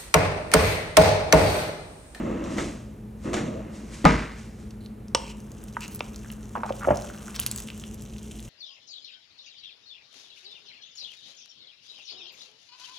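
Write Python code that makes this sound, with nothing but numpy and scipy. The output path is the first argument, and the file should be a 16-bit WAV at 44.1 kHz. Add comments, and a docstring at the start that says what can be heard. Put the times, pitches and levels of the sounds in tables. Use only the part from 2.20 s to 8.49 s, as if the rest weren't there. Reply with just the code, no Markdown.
"""A kitchen drawer rolls out, rolls back, meets its catch and bangs shut: filtered impacts and ringing panels.
Its contents settle; stick-slip squeaks sound on a glass dish of soft cooked rice, then a wooden paddle knocks
on it, exciting its damped modes, and digs in; groans follow along the glass, and a sticky clump lifts with
crackle, pops and small squelches: many brief decaying notes.
An appliance hums throughout in wavering lines over air noise; the two microphone ports are close by."""
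import sys
import numpy as np
from scipy import signal
from scipy.fft import rfft, irfft, next_fast_len
from scipy.io import wavfile
from scipy.ndimage import uniform_filter1d, minimum_filter1d, map_coordinates

SR = 44100
rng = np.random.default_rng(int(sys.argv[2]) if len(sys.argv) > 2 else 0)


def unload_audio(sound):
    """Save the sound as a 16-bit wav file, at the path given as the first command line argument."""
    columns = np.transpose(np.atleast_2d(sound))
    # keep every value between -1 and 1, then stretch to whole-number steps
    steps = np.round(np.clip(columns, -1, 1) * 32767)
    wavfile.write(sys.argv[1], SR, steps.astype(np.int16))


N = 277389

# All levels are relative: each function weights and sums its own parts.
# Paddle blows on the dish: start_s, level_db, contact_lowpass_hz, after_ring_db, contact_highpass_hz,
# wood_pitch_hz, wood_db
KNOCKS = [(2.9487, -7.5, 10000, 3, 200, 3230, 1), (3.5679, -20.5, 1980, -25, 606, 1310, 9.5),
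          (3.571, -30.5, 1680, -22, 620, 1060, 8), (3.8065, -25.5, 5000, -26, 1890, 2520, 14),
          (3.8073, -26.5, 2720, -26, 495, 540, 14)]
# Modes of the damped glass dish: pitch_hz, level_db, t60_s, after_ring_share_db
DISH_MODES = [(527, -12.5, 0.029, -28), (924, -5.5, 0.024, -27.5), (986, -6.5, 0.025, -33),
              (1200, -10, 0.023, -42), (1460, -16, 0.025, -57), (1960, -11, 0.018, -55),
              (2700, -20, 0.02, -21), (2820, -11, 0.024, -44), (3020, -9, 0.024, -41),
              (3440, -15, 0.028, -43), (3760, -6.5, 0.0091, -54), (4840, -20, 0.02, -43),
              (5500, 1, 0.0057, -43), (5997, -14, 0.032, -44), (6840, -10, 0.0079, -41),
              (7214, -15, 0.017, -42), (8000, -11, 0.012, -34), (8620, -10, 0.016, -52)]
# Spectrum of the contact noise: pitch_hz, density_db
CLACK_SPECTRUM = [(100, -1), (600, 7.5), (1200, -6), (2000, -2.5), (3200, -4), (4500, 1.5), (5600, 0),
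                  (8500, -25), (10500, -11), (16000, -7)]
WOOD_T60_S = 0.0043
CHATTER_PER_S, CHATTER_DEPTH = 140, 0.9  # the paddle chatters against the ringing glass

# Squeaks and groans on the glass, in runs of slips: start_s, first_level_db, first_pitch_hz, slip_count,
# gap_s, growth_per_slip_db, pitch_loss_per_slip (0-1), scrape_db
SLIP_RUNS = [(2.507, -39, 4540, 1, .01, 3, 0, -7.5), (2.661, -30.5, 4300, 1, .01, -2, 0, -18),
             (4.046, -31.5, 1580, 2, .013, -3, .05, -24), (4.102, -28, 3070, 2, .001, -2, 0.05, -33),
             (4.3531, -16, 1004, 4, .0082, -5, 0.07, -6), (4.403, -32, 1560, 2, .0042, -1, 0, -22),
             (4.4338, -14.5, 964, 4, .0098, -4, .06, -7.5), (4.478, -32, 1450, 2, .007, -2, 0, -19),
             (4.492, -27, 990, 2, .0065, 0.5, .1, -6), (4.5054, -15, 540, 1, .01, 0, 0, -7),
             (4.61, -27.5, 1430, 1, .01, 0, 0, -14), (4.618, -28, 1440, 4, .005, 2.5, .04, -14),
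             (4.6442, -20.5, 1460, 3, .0043, -3.5, .05, -19), (4.6735, -9, 564, 2, .011, 4, 0, -12),
             (4.7055, -7.5, 626, 4, .0066, -7, 0.05, -4.5)]
# Partials of a slip: pitch_ratio, level_db, cycles_to_60_db_decay
SLIP_PARTIALS = [(.72, -6.5, 10.8), (1, 0, 16.4), (1.36, -12, 18), (2.8, -29, 25)]
SLIP_RISE_CYCLES = 0.51  # time constant of the onset
SLIP_LOW_CUT = 0.53  # share of its pitch below which a slip radiates little

# Pops, ticks and small squelches: start_s, level_db, pitch_hz
POPS = [(2.883, -35, 5660), (3.203, -33, 6100), (3.318, -31, 6700), (3.366, -48, 6400),
        (3.439, -31.5, 8400), (3.527, -36, 5800), (3.537, -37, 5960), (3.6072, -24, 7300),
        (3.6124, -29, 2740), (3.631, -31, 2720), (3.6307, -26, 6000), (3.640, -31, 6200),
        (3.647, -31, 5650), (3.659, -30, 2840), (3.68, -23, 6900), (3.7215, -35, 5950), (3.748, -24, 11000),
        (3.759, -25.5, 10500), (3.7931, -25.5, 6050), (3.945, -33, 3850), (3.9606, -25.5, 6350),
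        (4.117, -28.5, 10900), (4.1357, -33, 6200), (4.524, -29.5, 2980), (4.7577, -28, 6500),
        (4.7718, -21, 6100), (4.821, -25, 5760), (4.844, -34, 1450), (4.89, -34, 3250), (4.9, -30, 1450),
        (4.947, -35, 1550), (4.963, -33, 5350), (5.005, -47, 1380), (5.0821, -29.5, 1400),
        (5.153, -31, 3570), (5.156, -24, 7850), (5.162, -16, 5600), (5.1945, -17.5, 2980),
        (5.199, -9, 9250), (5.2146, -22, 3250), (5.233, -28, 3820), (5.2636, -6, 8170), (5.307, -30, 4000),
        (5.3136, -12.5, 7900), (5.324, -31, 6000), (5.361, -17, 7900), (5.377, -20, 7340),
        (5.384, -17, 6440), (5.3935, -25, 7050), (5.4022, -19.5, 7900), (5.426, -31, 6500),
        (5.4865, -25.5, 3000), (5.502, -22, 2900), (5.577, -31, 8300), (5.5978, -27, 6840),
        (5.618, -37, 2900), (5.6384, -25, 3160), (5.7436, -28, 7660), (5.804, -48, 2880),
        (5.822, -27.5, 7600), (5.861, -48, 2830), (5.938, -40, 3260), (5.964, -38, 2880),
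        (5.983, -29.5, 6000), (6.1946, -31, 3360), (6.203, -30, 7400), (6.227, -30, 7480)]
POP_CYCLES = 15  # cycles in which the note falls 60 dB
POP_SNAP_T60_S, POP_RISE_S = 0.0035, 0.0002
POP_TAIL_DB, POP_TAIL_T60_S = -18, 0.034  # the snap echoes briefly inside the dish
SMALL_POPS_PER_S, SMALL_POP_DB, SMALL_POP_SCATTER_DB = 14, 6, 9  # level over the effort, and its +/- range
SMALL_POP_HZ, SMALL_POP_OCTAVES = 5350, 0.81  # middle pitch and its +/- range
# How hard the rice is worked, before the offset below: time_s, level_db
WORK = [(3.16, -67.5), (3.44, -62.5), (3.79, -59.5), (3.95, -59.5), (4.14, -60), (4.41, -62.5), (4.67, -53),
        (4.84, -54.5), (5.14, -54.5), (5.36, -52), (5.64, -56.5), (6.29, -58)]
WORK_OFFSET_DB = 3
# Spectrum of the crackle: pitch_hz, density_db
CRACKLE_SPECTRUM = [(500, -28), (1400, -5.5), (2000, -1), (3000, 9), (4600, -3.5), (6000, 10), (7800, 7),
                    (11800, -3), (13500, -10)]
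CLUMPING_DB, CLUMPS_PER_S = 3.5, 63  # the crackle comes in little clusters
# Spectrum of the squelching air pockets: pitch_hz, density_db
SQUELCH_SPECTRUM = [(200, -8), (750, 1), (1050, 4), (1450, 3), (1900, -2.5), (3000, -15), (5000, -23)]
SQUELCH_DB, LIFT_S, RELEASE_DB_PER_S = -4, 5.22, 24  # suction lets go once the clump lifts
# Volleys of snaps as a sheet of rice tears: start_s, length_s, level_db, pitch_hz
TEARS = [(3.705, 0.067, -53, 10500), (5.142, 0.029, -42, 3600), (5.187, 0.0114, -46, 4000),
         (5.212, 0.032, -42.5, 4800)]
# Brief dry rubs on the glass: start_s, length_s, level_db, pitch_hz
RUBS = [(2.603, 0.068, -62, 4420), (2.961, 0.12, -50.5, 3240), (3.072, 0.055, -47, 3136),
        (3.603, 0.056, -42, 2870), (4.482, 0.024, -49.5, 2700)]
# Shoves of the dish on the counter: start_s, level_db
SHOVES = [(3.805, -41), (4.37, -33), (4.646, -29), (4.687, -24.5), (4.707, -20), (4.726, -45)]

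# The drawer meets its catch: start_s, level_db
CATCH = (1.8435, -7.5)
# Then the drawer meets the cabinet: start_s, level_db
SLAM = (1.8522, -13.5)
# Modes of the cabinet panels: pitch_hz, level_db, t60_s
CABINET_MODES = [(53.4, -5.5, 0.82), (151.6, -3.5, 0.31), (168, 2.5, 0.25), (200, 5, 0.2), (257, -7, 0.51),
                 (356.5, -15, 0.19), (463, -9, 0.49), (611, -11, 0.46), (843, 3, 0.1), (968, -14, 0.39),
                 (1100, -23, 0.68), (1235, 1, 0.18), (1620, -25, 0.6), (1600, -30, 0.3), (2030, -17, 0.61),
                 (2150, -15, 0.39), (2360, -22, 0.48)]
# Spectrum of the bang: pitch_hz, density_db
BANG_SPECTRUM = [(25, -19), (55, 6.5), (100, 3.5), (170, 6.5), (300, 4), (550, -6), (850, -8), (1250, -9),
                 (2200, -9.5), (3300, -20.5), (5000, -25.5), (6800, -28), (9500, -39.5), (13000, -66)]
# Decay of the bang's wash: pitch_hz, t60_s
BANG_DECAY = [(60, 0.64), (170, 0.49), (500, 0.49), (1500, 0.7), (3000, 0.7), (7000, 0.78), (11000, 1)]

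# The drawer is pulled out, then pushed back: start_s, stop_s, rumble_db, slowing_loss_db_per_s
PASSES = [(-0.06, 0.462, -27.5, 9.5), (1.03, 1.84, -28.5, 26)]
PUSH_S, COAST_T60_S = 0.025, 0.8  # time to get going; rumble dying after the stop
# Spectrum of the roller rumble: pitch_hz, density_db
ROLLER_SPECTRUM = [(24, -36), (40, -3), (134, -4), (223, 2.5), (347, 1), (425, -18), (500, -7), (599, -8),
                   (779, -20.5), (1270, -17.5), (1430, -22.5), (2100, -23), (2320, -31), (2730, -23.5),
                   (3150, -36), (5000, -64), (6500, -78), (11000, -120)]
# Spectrum of the rattling contents: pitch_hz, density_db
RATTLE_SPECTRUM = [(410, 8.5), (700, 8), (877, 2.5), (1310, 5), (1410, -10), (1980, 2), (3570, -2),
                   (5070, -10), (5750, -3.5), (7300, -4.5), (11600, -27.5), (14000, -72)]
RATTLE_DB = -21  # steady rattle against the rolling level
# Jolts of the drawer on its runners: start_s, rattle_db, t60_s, box_knock_db
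JOLTS = [(0.24, -38, 0.024, -58), (0.372, -37.5, 0.087, -54), (0.382, -32.5, 0.21, -24.5),
         (1.132, -30.5, 0.16, -54), (1.14, -30, 0.09, -26), (1.166, -41, 0.26, -26.5)]
SETTLE_DB, SETTLE_RISE_S, SETTLE_T60_S = -8, 0.0026, 0.5  # the contents rattle on after a jolt
# Swishes of the moving drawer and of its contents settling after the slam: peak_s, level_db
SWISHES = [(0.32, -47.5), (0.41, -42.5), (1.05, -51.5), (1.145, -69), (1.555, -51), (1.742, -45.5),
           (2.191, -51.5), (2.41, -60.5)]
SWISH_RISE_DB_PER_S, SWISH_FALL_DB_PER_S = 298, 84
# Spectrum of the swishes: pitch_hz, density_db
SWISH_SPECTRUM = [(400, -11), (2000, -0.5), (4500, -7), (6000, -2.5), (8200, -5.5), (11600, -22),
                  (14000, -61)]
# Drones where the rollers roll evenly: start_s, length_s, level_db, pitch_hz
DRONES = [(0.0, 0.19, -37, 350), (0.01, 0.2, -42, 490), (1.05, 0.14, -37, 358), (1.19, 0.17, -35.5, 195),
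          (1.18, 0.26, -44, 490), (1.22, 0.22, -44, 610)]
DRONE_WAVER_PER_S = 130

# Lines of the motor's hum: pitch_hz, level_db, line_width_hz
HUM_LINES = [(52.6, -49, 10), (116.6, -50.5, 3.1), (213.2, -44, 13), (325, -61.5, 5.5), (421.5, -60, 9.1)]
# Spectrum of the rushing air: pitch_hz, density_db
AIR_SPECTRUM = [(20, -36), (35, -39), (55, -1), (85, -6), (150, -7.5), (215, -10), (300, -15), (450, -17),
                (700, -27), (1100, -32.5), (2200, -37.5), (4800, -48.5), (7000, -47.5), (11800, -48.5),
                (14000, -59.5)]
AIR_DB = -44.5
# Reverberation of the kitchen: pitch_hz, t60_s
KITCHEN_DECAY = [(150, 0.52), (700, 0.58), (1800, 0.48), (3500, 0.32), (9000, 0.3), (14000, 0.038)]
# Port difference, before any lean on the direct sound: pitch_hz, side_minus_mid_db
SPREAD = [(60, -34.5), (200, -19), (380, -10.5), (700, -1.5), (1290, -2.5), (2400, -38), (4400, -3.5),
          (6000, -14), (8100, -10.5), (10000, -1), (13000, 17.5)]
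TOP_HZ = 16400


def amp(db):
    """Level law: decibels to amplitude gain."""
    return 10 ** (np.asarray(db) / 20)


def unit(x):
    """Normalization: scale to rms 1."""
    return x / np.sqrt(np.mean(x ** 2) + 1e-20)


def along(points, hz):
    """Logarithmic frequency scale: interpolate (pitch_hz, value) points."""
    f, v = np.transpose(points)
    return np.interp(np.log(hz + 1), np.log(f + 1), v)


def wobble(rate):
    """Slow random modulation: a smooth curve through rate random knots a second."""
    knots = rng.standard_normal(int(N * rate / SR) + 4)
    return map_coordinates(knots, [np.arange(N) * rate / SR])


def filtered(x, response):
    """Linear filtering: the spectrum of x times a complex response of frequency."""
    n = x.shape[-1]
    m = next_fast_len(n + 8192)  # padding keeps the filter's tail from wrapping round
    return irfft(rfft(x, m) * response(np.fft.rfftfreq(m, 1 / SR)), m)[..., :n]


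def coloured(x, spectrum):
    """Spectral shaping: x filtered by (pitch_hz, level_db) points, at rms 1."""
    return unit(filtered(x, lambda hz: amp(along(spectrum, hz))))


def dying(x, decay):
    """Frequency-dependent damping: each band of x fades with its own t60."""
    hz, t, z = signal.stft(x, SR, nperseg=256)
    loss = amp(-60 * t / along(decay, hz)[:, None])
    return signal.istft(z * loss, SR, nperseg=256)[1][:len(x)]


def fade(t, t60):
    """Exponential decay: 60 dB in t60."""
    return np.exp(-np.log(1000) * t / t60)


def highpass(order, hz):
    """Butterworth high-pass sections."""
    return signal.butter(order, hz, "high", fs=SR, output="sos")


def add(track, s, sound):
    """Superposition: mix a sound into the track at time s."""
    part = track[round(s * SR):][:len(sound)]
    part += sound[:len(part)]


def grains(rate, spread_db):
    """Random impulse process: rate a second, sizes spread exponentially in dB, at rms 1."""
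    chance = rng.random(N)
    size = np.minimum(rng.exponential(size=N), 4)
    return unit((chance < rate / SR) * amp(spread_db * size) * rng.choice([-1, 1], N))


def films(rate, cycles, spread_db):
    """Superposed transients: tiny films snap, each dying in a few cycles at its own pitch; rms 1."""
    count = round(rate * N / SR)
    when, pitch, size = rng.random((12000, 3))[:count].T[..., None]  # at most 12000 films
    hz, k = 1200 + 14000 * pitch, np.arange(160)
    strength = amp(spread_db * np.minimum(-np.log(1 - size), 4)) * np.sqrt(hz)
    waves = strength * np.sin(2 * np.pi * hz * k / SR) * fade(k / SR, cycles / hz)
    places = (when * N).astype(int) + k
    return unit(np.bincount(places.ravel(), waves.ravel(), N)[:N])


def knocks():
    """Impact and modal response: a softer contact excites the high modes less; a few modes ring on."""
    out, t = np.zeros(N), np.arange(SR // 2) / SR
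    for s, db, bright_hz, ring_db, low_hz, wood_hz, wood_db in KNOCKS:
        blow = amp(-4) * coloured(rng.standard_normal(len(t)), CLACK_SPECTRUM) * fade(t, 0.012)
        blow += amp(wood_db) * np.sin(2 * np.pi * wood_hz * t) * fade(t, WOOD_T60_S)
        chatter = 0.7 + CHATTER_DEPTH * wobble(CHATTER_PER_S)[:len(t)]
        for hz, level, t60, share_db in DISH_MODES:
            after_ring = amp(ring_db + share_db) * chatter * fade(t, 0.57)
            phase = rng.uniform(0, 2 * np.pi)
            blow += amp(level) * (fade(t, t60) + after_ring) * np.sin(2 * np.pi * hz * t + phase)
        softness = signal.butter(5, bright_hz, fs=SR, output="sos")
        contact = np.vstack([softness, highpass(2, low_hz)])
        onset = 1 - np.exp(-t / 0.000092)
        add(out, s, amp(db) * signal.sosfilt(contact, blow * onset))
    return out


def slip(t, hz, scrape_db):
    """Stick-slip release: one squeak or groan with its scrape, longer the lower its pitch."""
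    voice = np.zeros(len(t))
    for ratio, level, cycles in SLIP_PARTIALS:
        if hz * ratio < 6000:
            detune = 1 + rng.normal(0, 0.039)
            wave = np.sin(2 * np.pi * hz * ratio * detune * t)
            voice += amp(level) * wave * fade(t, cycles / (hz * ratio))
    spectrum = [(hz / 4, -20), (hz * 0.55, -1), (hz * 1.2, 0), (hz * 2, -15), (hz * 3, -22),
                (hz * 6, -44), (hz * 30, -70)]
    scrape = coloured(rng.standard_normal(len(t)), spectrum) * fade(t, 0.026)
    onset = 1 - np.exp(-t * hz / SLIP_RISE_CYCLES)
    return signal.sosfilt(highpass(3, SLIP_LOW_CUT * hz), (voice + amp(scrape_db) * scrape) * onset)


def slips():
    """Stick-slip friction: squeaks and groans on the glass, in runs of slips whose level and pitch may shift."""
    out, t = np.zeros(N), np.arange(SR // 10) / SR
    for s, db, hz, count, gap, growth, sag, scrape_db in SLIP_RUNS:
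        for k in range(round(count)):
            add(out, s + k * gap, amp(db + k * growth) * slip(t, hz * (1 - sag) ** k, scrape_db))
    return out


def effort(s):
    """Mechanical work as level in dB at time s; practically silent until the rice is worked."""
    return WORK_OFFSET_DB + np.interp(s, *np.transpose(WORK), left=-120)


def small_pops():
    """Random transients: lesser pops, louder the harder the rice is worked: start_s, level_db, pitch_hz."""
    start, end = WORK[0][0], WORK[-1][0]
    draws = rng.random((round(SMALL_POPS_PER_S * (end - start)), 3))
    s = start + (end - start) * draws[:, 0]
    size, pitch = (2 * draws[:, 1:] - 1).T
    db = effort(s) + SMALL_POP_DB + SMALL_POP_SCATTER_DB * size
    return list(zip(s, db, SMALL_POP_HZ * 2 ** (SMALL_POP_OCTAVES * pitch)))


def pops():
    """Transient excitation of a resonance: each pop snaps and sets a decaying note going."""
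    out, t = np.zeros(N), np.arange(SR // 40) / SR
    for s, db, hz in list(POPS) + small_pops():
        note = np.sin(2 * np.pi * hz * t) * fade(t, POP_CYCLES / hz)
        spectrum = [(hz / 12, -22), (hz / 4, -10), (hz, 0), (hz * 1.48, -5), (hz * 2, -15), (hz * 5, -26)]
        snap = coloured(rng.standard_normal(len(t)), spectrum)
        snap *= fade(t, POP_SNAP_T60_S) + amp(POP_TAIL_DB) * fade(t, POP_TAIL_T60_S)
        onset = 1 - np.exp(-t / POP_RISE_S)
        add(out, s, amp(db) * (1.04 * note + 0.51 * snap) * onset)
    return out


def rice():
    """Adhesion and suction: pops over a dense, clustered crackle; air pockets squelch lower."""
    now = np.arange(N) / SR
    work = amp(effort(now))
    suction = work * amp(SQUELCH_DB - RELEASE_DB_PER_S * np.maximum(now - LIFT_S, 0))
    snaps = films(rate=1700, cycles=5.5, spread_db=4.0) * amp(CLUMPING_DB * wobble(CLUMPS_PER_S))
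    crackle = work * amp(-0.5) * coloured(snaps, CRACKLE_SPECTRUM)
    squelch = suction * coloured(grains(rate=350, spread_db=2.5), SQUELCH_SPECTRUM)
    return pops() + squelch + crackle


def tears():
    """Successive rupture: where the rice parts, many films give way in quick succession."""
    out, snaps = np.zeros(N), films(rate=2200, cycles=4, spread_db=1.0)
    for s, length, db, hz in TEARS:
        volley = snaps[round(s * SR):][:round(length * SR)]
        spectrum = [(hz / 8, -12), (hz / 3, -2), (hz, 0), (hz * 2, -6), (hz * 4, -18)]
        envelope = signal.windows.tukey(len(volley), 0.3)
        add(out, s, amp(db) * envelope * coloured(volley, spectrum))
    return out


def rubs():
    """Sliding friction: tiny catches excite one broad resonance."""
    out = np.zeros(N)
    for s, length, db, hz in RUBS:
        n = round(length * SR)
        spectrum = [(hz / 4, -28), (hz * 0.49, -15), (hz * 0.92, 0), (hz * 1.02, 0), (hz * 0.66, -14),
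                    (hz * 2.44, -10), (hz * 4, -32)]
        rasp = coloured(grains(rate=1200, spread_db=2.0)[:n], spectrum)
        add(out, s, amp(db) * rasp * signal.windows.tukey(n, 0.2))
    return out


def shoves():
    """Structure-borne impact: the heavy dish jerks, a dull, gritty thud through the counter."""
    out, t = np.zeros(N), np.arange(SR // 3) / SR
    thud_spectrum = [(30, -20), (60, 8), (120, 4), (190, 5), (360, -2.0), (700, -1.5), (3000, -34.0), (8000, -81)]
    grit_spectrum = [(500, -16), (1100, 11), (2300, -2), (3000, -6), (4000, -50), (9000, -44)]
    for s, db in SHOVES:
        thud = coloured(rng.standard_normal(len(t)), thud_spectrum) * fade(t, 0.15)
        grit = coloured(grains(rate=1400, spread_db=0.5)[:len(t)], grit_spectrum) * fade(t, 0.053)
        add(out, s, amp(db) * (thud + amp(-2.0) * grit) * (1 - np.exp(-t / 0.0011)))
    return out


def slam():
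    """Impact and modal decay: a soft bump on the catch, then a crack, ringing panels and the room's answer."""
    out, t = np.zeros(N), np.arange(SR) / SR
    bump = np.sin(2 * np.pi * 270 * (t - 0.0052)) * np.exp(-((t - 0.0062) / 0.0022) ** 2)
    tick = coloured(rng.standard_normal(SR), BANG_SPECTRUM) * fade(t, 0.032)
    catch_s, catch_db = CATCH
    add(out, catch_s, amp(catch_db) * (bump + amp(-13) * tick) * (1 - np.exp(-t / 0.00035)))

    panels = np.zeros(SR)
    for hz, db, t60 in CABINET_MODES:
        panels += amp(db) * np.sin(2 * np.pi * hz * t + rng.normal(0, 0.64)) * fade(t, t60)
    wash = dying(coloured(grains(rate=3100, spread_db=-0.5)[:SR], BANG_SPECTRUM), BANG_DECAY)
    thud_spectrum = [(60, -23), (300, 1), (750, 3.5), (1400, -2.0), (3000, -10.5), (9000, -69), (13000, -57)]
    thud = coloured(rng.standard_normal(SR), thud_spectrum) * fade(t, 0.041)
    crack_spectrum = [(500, 6), (2000, 6.5), (6500, 3.5), (8500, -9), (12000, -20), (15000, -48)]
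    crack = coloured(rng.standard_normal(SR), crack_spectrum) * fade(t, 0.0082)
    body = (amp(-1.0) * panels + amp(-1.5) * wash + amp(8.0) * thud) * (1 - np.exp(-t / 0.00037))
    crack = amp(8.0) * crack * (1 - np.exp(-t / 0.00008))
    slam_s, slam_db = SLAM
    add(out, slam_s, amp(slam_db) * (body + crack))
    return out


def drawer():
    """Rolling noise: bumps excite the rollers, less as the drawer slows; drawer and contents swish and rattle."""
    t = np.arange(N) / SR
    roll = np.zeros(N)
    for start, stop, db, slowing in PASSES:
        push = np.clip((t - start) / PUSH_S, 0, 1) ** 2
        speed_gain = amp(db - slowing * np.clip(t - start, 0, None))
        roll += speed_gain * push * fade(np.maximum(t - stop, 0), COAST_T60_S)
    rumble = roll * amp(-1.0) * coloured(grains(rate=2500, spread_db=1.5), ROLLER_SPECTRUM)

    shake, bang = roll * amp(RATTLE_DB), np.zeros(N)
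    settle = amp(SETTLE_DB) * fade(t, SETTLE_T60_S) * (1 - np.exp(-t / SETTLE_RISE_S))
    for s, db, t60, box_db in JOLTS:  # a jolt shakes the contents and knocks the drawer's box
        add(shake, s, amp(db) * np.maximum(fade(t, t60), settle))
        add(bang, s, amp(box_db) * fade(t, t60))
    rattle = shake * coloured(grains(rate=6000, spread_db=2.0), RATTLE_SPECTRUM)
    box_spectrum = [(100, -4), (350, 12.5), (700, -7.0), (2000, -2.5), (5000, -59)]
    box = bang * coloured(rng.standard_normal(N), box_spectrum)

    swell = np.zeros(N)
    for s, db in SWISHES:
        swell += amp(db - np.maximum(SWISH_RISE_DB_PER_S * (s - t), SWISH_FALL_DB_PER_S * (t - s)))
    swish = swell * coloured(grains(rate=6000, spread_db=2), SWISH_SPECTRUM)
    return rumble + box + swish + rattle


def drones():
    """Narrow-band resonance: the rollers drone with an unsteady amplitude and phase."""
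    out = np.zeros(N)
    for s, length, db, hz in DRONES:
        n = round(length * SR)
        sway = (wobble(DRONE_WAVER_PER_S) + 1j * wobble(DRONE_WAVER_PER_S))[:n]
        tone = unit(np.real(sway * np.exp(2j * np.pi * hz * np.arange(n) / SR)))
        add(out, s, amp(db) * signal.windows.tukey(n, 0.5) * tone)
    return out


def appliance():
    """Line and broadband noise: a motor hums in wavering lines over the rush of air."""
    t = np.arange(N) / SR
    hum = np.zeros(N)
    for hz, db, width in HUM_LINES:
        sway = 1 + 0.6 * (wobble(3 * width) + 1j * wobble(3 * width))
        hum += amp(db) * unit(np.real(sway * np.exp(2j * np.pi * hz * t)))
    return hum + amp(AIR_DB) * coloured(rng.standard_normal(N), AIR_SPECTRUM)


def kitchen(x):
    """Diffuse reverberation: convolution with the decaying noise tail of a small hard room."""
    tail = dying(rng.standard_normal(SR // 2), KITCHEN_DECAY)
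    return signal.fftconvolve(x, tail / np.linalg.norm(tail))[:N]


def ports(mid, scattered, lean):
    """Spaced reception: the ports differ by some direct sound and some sound from other directions."""
    direct = filtered(mid, lambda hz: amp(along(SPREAD, hz)) * lean)  # lean: complex gain and phase
    side = direct + filtered(scattered, lambda hz: amp(along(SPREAD, hz)))
    return np.array([mid + side, mid - side])


def far():
    """Superposition of the sources out in the room, with fresh random draws on each call."""
    return drawer() + drones() + slam() + appliance()


def scene():
    """Near and diffuse fields: the dish is near the ports; drawer and appliance arrive from all sides."""
    glass, friction, thuds = knocks(), slips(), shoves()
    crackle = rice() + tears() + rubs()
    send = amp(-16.0) * glass + amp(-15) * friction + amp(-11) * thuds + amp(-10.5) * crackle
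    dish = glass + friction + thuds + crackle + kitchen(send)
    near = ports(dish, kitchen(send), lean=0.73 * np.exp(1.65j))
    return near + ports(far(), amp(-0.5) * far(), lean=0.5 * np.exp(1.7j))


def record(dry):
    """Peak limiting and band limiting: fast gain holds peaks within full scale, and the top band is cut."""
    need = 1 / np.maximum(1, np.abs(dry).max(axis=0))
    gain = uniform_filter1d(minimum_filter1d(need, size=90), size=90)
    return filtered(dry * gain, lambda hz: hz < TOP_HZ)


dry = scene()
out = record(dry)
unload_audio(out)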